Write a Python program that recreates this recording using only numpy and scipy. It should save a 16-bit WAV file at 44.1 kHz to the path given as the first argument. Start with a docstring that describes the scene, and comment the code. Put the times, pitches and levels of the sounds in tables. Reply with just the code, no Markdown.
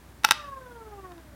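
"""A flick of a mouse wheel

A finger flicks the metal scroll wheel of a hand-held mouse, close to the microphone in a small quiet
room. The wheel knocks in its cradle as it is pushed and again as it snaps free, ringing the plastic
shell. It spins on with a faint falling whir that throbs once a turn, over low mains hum and room noise."""
import sys
import numpy as np
from scipy import signal
from scipy.fft import rfft, irfft
from scipy.io import wavfile
from scipy.ndimage import uniform_filter1d

SR = 44100
rng = np.random.default_rng(int(sys.argv[2]) if len(sys.argv) > 2 else 0)


def waveform_to_disk(signal):
    """Save audio, clipped to [-1, 1], as 16-bit WAV at the path in sys.argv[1]."""
    frames = np.transpose(np.atleast_2d(signal))
    scaled = np.clip(frames, -1, 1) * 32767
    samples = np.round(scaled).astype(np.int16)
    wavfile.write(sys.argv[1], SR, samples)


N = 59535
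T = np.arange(N) / SR
HZ = np.fft.rfftfreq(N, 1 / SR)


def from_db(db):
    """Decibels to gain."""
    return 10 ** (np.asarray(db) / 20)


def rms_one(x):
    """Scale to unit rms."""
    return x / np.sqrt(np.mean(x ** 2) + 1e-20)


def at_hz(points, hz):
    """Read a table on a log-frequency axis."""
    table_hz, value = np.transpose(points)
    return np.interp(np.log(np.maximum(hz, 1)), np.log(table_hz), value)


def noise(spectrum):
    """Steady noise of a given colour, rms 1."""
    return rms_one(irfft(rfft(rng.standard_normal(N)) * from_db(at_hz(spectrum, HZ)), N))


def drift(rate_hz):
    """Random wandering up to about this rate, rms 1."""
    return rms_one(irfft(rfft(rng.standard_normal(N)) / (1 + (HZ / rate_hz) ** 4), N))


def ramp(start_s, length_s):
    """Rise from 0 to 1."""
    return np.clip((T - start_s) / length_s, 0, 1)


def minimum_phase(gain):
    """The causal response with this gain: it rings only after the blow."""
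    cepstrum = irfft(np.log(gain + 1e-6), N)
    return gain * np.exp(1j * rfft(2 * cepstrum[:N // 2], N).imag)


# The quiet room around the microphone. Each row: frequency in Hz, relative noise density in dB.
ROOM_TONE = [(20, -17.5), (40, -15), (65, 1.5), (115, 2.5), (200, -3), (300, -3), (450, -11), (900, -12),
             (1800, -15.5), (2800, -22), (6000, -26), (12000, -27.5), (16000, -29)]


def background(noise_db=-52, hum_hz=60, hum_db=-52):
    """Room noise and a slightly wavering mains hum."""
    room_tone = from_db(noise_db) * noise(ROOM_TONE)
    hum = from_db(hum_db + 1.2 * drift(5)) * np.sin(2 * np.pi * hum_hz * T)
    return room_tone + hum


def contact_chatter(contact_s, rise_s=0.00039, t60_s=0.009, smooth_hz=454):
    """Spectrum of one contact: a brief random chatter, evened out across frequency."""
    decay = from_db(-60 * np.maximum(T - contact_s, 0) / t60_s)
    force = rfft(rng.standard_normal(N) * ramp(0, rise_s) * decay)
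    local_power = uniform_filter1d(np.abs(force) ** 2, int(smooth_hz * N / SR))
    return force / np.sqrt(local_power)


# The plastic shell and cradle, heard close up. Each row: frequency in Hz, peak gain in dB with the
# wheel pushed down, peak gain in dB with it sprung back, time to fade by 60 dB in seconds.
SHELL_MODES = [(724, 11, 10, .03), (874, 26, 26, 0.039), (1108, 20, 23.5, 0.047), (1337, 30.5, 26.5, 0.026),
               (1580, 23.5, 27, 0.039), (1908, 16, 25, 0.026), (2600, 19.5, 23, 0.022),
               (2890, 12, 21, 0.022), (3700, 17, 26.5, .013), (4400, 14, 5, 0.0075), (4890, 7, 17.5, 0.013),
               (5500, 19.5, 15, .011), (6170, 10, 16, 0.007), (7600, 11.5, 14, 0.0095),
               (8850, 11.5, 13, 0.0057), (10220, 8.5, 18, 0.0062), (13800, 11, 7, .006),
               (15000, 1, 7, 0.0066)]
# The even bed of short-lived modes under them. Each row: frequency in Hz, gain in dB.
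MODE_BED = [(30, -3), (110, 6), (300, 6.5), (600, 7), (780, 8), (1050, 20.5), (1700, 17), (2500, 16),
            (3300, 14), (4400, 6.5), (6000, 13.5), (7100, -4.5), (12000, 3.5), (14500, 3), (16500, -16)]


def shell(place):
    """Gain of the shell at each frequency; where the wheel strikes decides which modes speak."""
    power = from_db(at_hz(MODE_BED, HZ)) ** 2
    for hz, pushed_db, sprung_db, t60_s in SHELL_MODES:
        width_hz = np.log(1000) / (np.pi * t60_s)
        peak = from_db(pushed_db * (1 - place) + sprung_db * place)
        damping = width_hz * HZ
        power += (peak * damping) ** 2 / ((HZ ** 2 - hz ** 2) ** 2 + damping ** 2)
    return np.sqrt(power)


# The wheel striking its cradle, close to the microphone. Each row: start in seconds, force level in dB,
# hardness as a treble corner in Hz, contact time in seconds, place from 0 (pushed) to 1 (sprung back).
WHEEL_KNOCKS = [(0.2354, -29, 20000, .0001, 0.85), (0.2439, -8, 3500, 0.00096, 0.73),
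                (0.2473, 1, 18000, 0.00122, 0.11), (0.2881, -14, 3000, .0016, .6),
                (0.3093, -0.08, 20000, 0.00138, 1), (0.3193, -8.5, 7050, 0.00085, 0.49),
                (1.118, -39.5, 3300, .002, 0.96), (1.179, -44, 3270, .002, 1)]


def wheel_knocks():
    """Each contact rings the shell; a soft one is duller."""
    out = np.zeros(N)
    for start_s, db, hardness_hz, contact_s, place in WHEEL_KNOCKS:
        body = minimum_phase(shell(place) / np.sqrt(1 + (HZ / hardness_hz) ** 2))
        knock = irfft(contact_chatter(contact_s) * body, N)
        out += from_db(db) * np.roll(knock, int(start_s * SR))
    return out


# Skin on the knurled rim, close up. Each row: frequency in Hz, relative noise density in dB.
FINGER_RASP = [(300, -3), (1200, -2), (4000, -2), (8000, -18), (13000, -5), (16000, -18)]


def finger_drag(start_s=0.25, end_s=0.293, fade_s=0.0062, level_db=-48.5, rough_db=3):
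    """Between the two main knocks the fingertip rasps on the rim, pushing the wheel up to speed."""
    gate = ramp(start_s, fade_s) * (1 - ramp(end_s, fade_s))
    return gate * from_db(level_db + rough_db * drift(230)) * noise(FINGER_RASP)


# The whir, faint even this close. Each row, one per multiple of the tooth rate: level in dB before
# the shell colours it, throb once a turn in dB, random waver in dB.
TOOTH_PARTIALS = [(-44.5, 3, 0.7), (-45, 2.5, 2), (-58.5, 7.5, 1.34), (-73, 7, 1.5), (-72, 8, -3),
                  (-78.5, 5, 0), (-73, 8, 5)]
# How well the shell radiates the whir to the microphone. Each row: frequency in Hz, gain in dB.
SHELL_RADIATION = [(318, -13.5), (332, -3), (410, -2), (560, -5), (620, -9.5), (670, -12), (706, -3),
                   (760, -11.5), (790, -1.5), (826, 1.5), (850, -9), (895, -1.5), (930, -3), (957, -11.5),
                   (995, -2.5), (1035, -7), (1062, 4.5), (1123, 6.5), (1190, 5), (1240, -3), (1310, 4.5),
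                   (1750, 1.5), (2400, -8.5)]
# The axle rubbing inside the mouse. Each row: frequency in Hz, relative noise density in dB.
AXLE_RUB = [(200, -17), (700, 0.5), (1000, -1.5), (1700, -1), (2400, -18), (5000, -29)]


def wheel_whir(start_s=0.32, rise_s=0.034, teeth=24, axle_db=-63):
    """The teeth of the slowing wheel sing through the shell and the axle rubs; both swell once a turn."""
    start_hz, slowing_hz_per_s, easing_hz_per_s2 = 621, 360, 29  # friction and drag slow the teeth
    age = T - start_s
    tooth_hz = start_hz - slowing_hz_per_s * age + easing_hz_per_s2 * age ** 2
    phase = 2 * np.pi * np.cumsum(tooth_hz) / SR
    closest_s = 0.487  # a moment at which the wobbling rim passes closest
    wobble = np.cos((phase - np.interp(closest_s, T, phase)) / teeth)
    bright_db_per_octave = 5.5 * np.exp(-((T - 1.057) / 0.072) ** 2)  # the overtones brighten briefly
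    out = from_db(axle_db + 2.8 * wobble) * noise(AXLE_RUB)
    for k, (db, throb_db, waver_db) in enumerate(TOOTH_PARTIALS, 1):
        bright_db = bright_db_per_octave * max(np.log2(k / 2), 0)
        level_db = db + at_hz(SHELL_RADIATION, k * tooth_hz) + bright_db
        out += from_db(level_db + throb_db * wobble + waver_db * drift(25)) * np.sin(k * phase)
    settle = from_db(-5.5 * ramp(start_s=1.19, length_s=0.013))  # the whir drops as the wheel gets slow
    return out * ramp(start_s, rise_s) * settle


# The small room's answer at the microphone. Each row: frequency in Hz, relative density in dB.
ROOM_COLOUR = [(150, -23), (600, -2.5), (1100, -1.5), (1700, -1.5), (2400, -1.5), (3100, 2), (3700, -1),
               (4400, 3), (6000, -3), (8000, -3), (10000, -9), (12000, -1.5), (16000, -9)]
# How long the room rings. Each row: frequency in Hz, time to fade by 60 dB in seconds.
ROOM_DECAY = [(200, .35), (1500, 0.45), (4000, .41), (8000, 0.33), (15000, 0.18)]


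def room_reverb(direct, level_db=-21, delay_s=0.0032, build_s=0.0057):
    """The room returns a diffuse tail that dies band by band."""
    edges_hz = np.geomspace(100, 17000, 12)
    reflections = noise(ROOM_COLOUR)
    tail = np.zeros(N)
    for low, high in zip(edges_hz, edges_hz[1:]):
        bandpass = signal.butter(2, [low, high], "band", fs=SR, output="sos")
        t60_s = at_hz(ROOM_DECAY, np.sqrt(low * high))
        tail += signal.sosfiltfilt(bandpass, reflections) * from_db(-60 * T / t60_s)
    tail = rms_one(tail * ramp(delay_s, build_s)) / np.sqrt(N)  # unit energy
    return from_db(level_db) * signal.fftconvolve(direct, tail)[:N]


def scene():
    """One microphone close to the mouse, with the room well behind it."""
    mouse = wheel_knocks() + finger_drag() + wheel_whir()
    return (mouse + room_reverb(mouse) + background())[None]


def record(dry, ceiling=0.81, cutoff_hz=16200):
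    """The highest peaks are rounded and the top of the treble is cut."""
    rounded = dry / (1 + (dry / ceiling) ** 4) ** (1 / 4)
    lowpass = signal.ellip(10, 0.2, 80, cutoff_hz, fs=SR, output="sos")
    return signal.sosfilt(lowpass, rounded)


dry = scene()
out = record(dry)
waveform_to_disk(out)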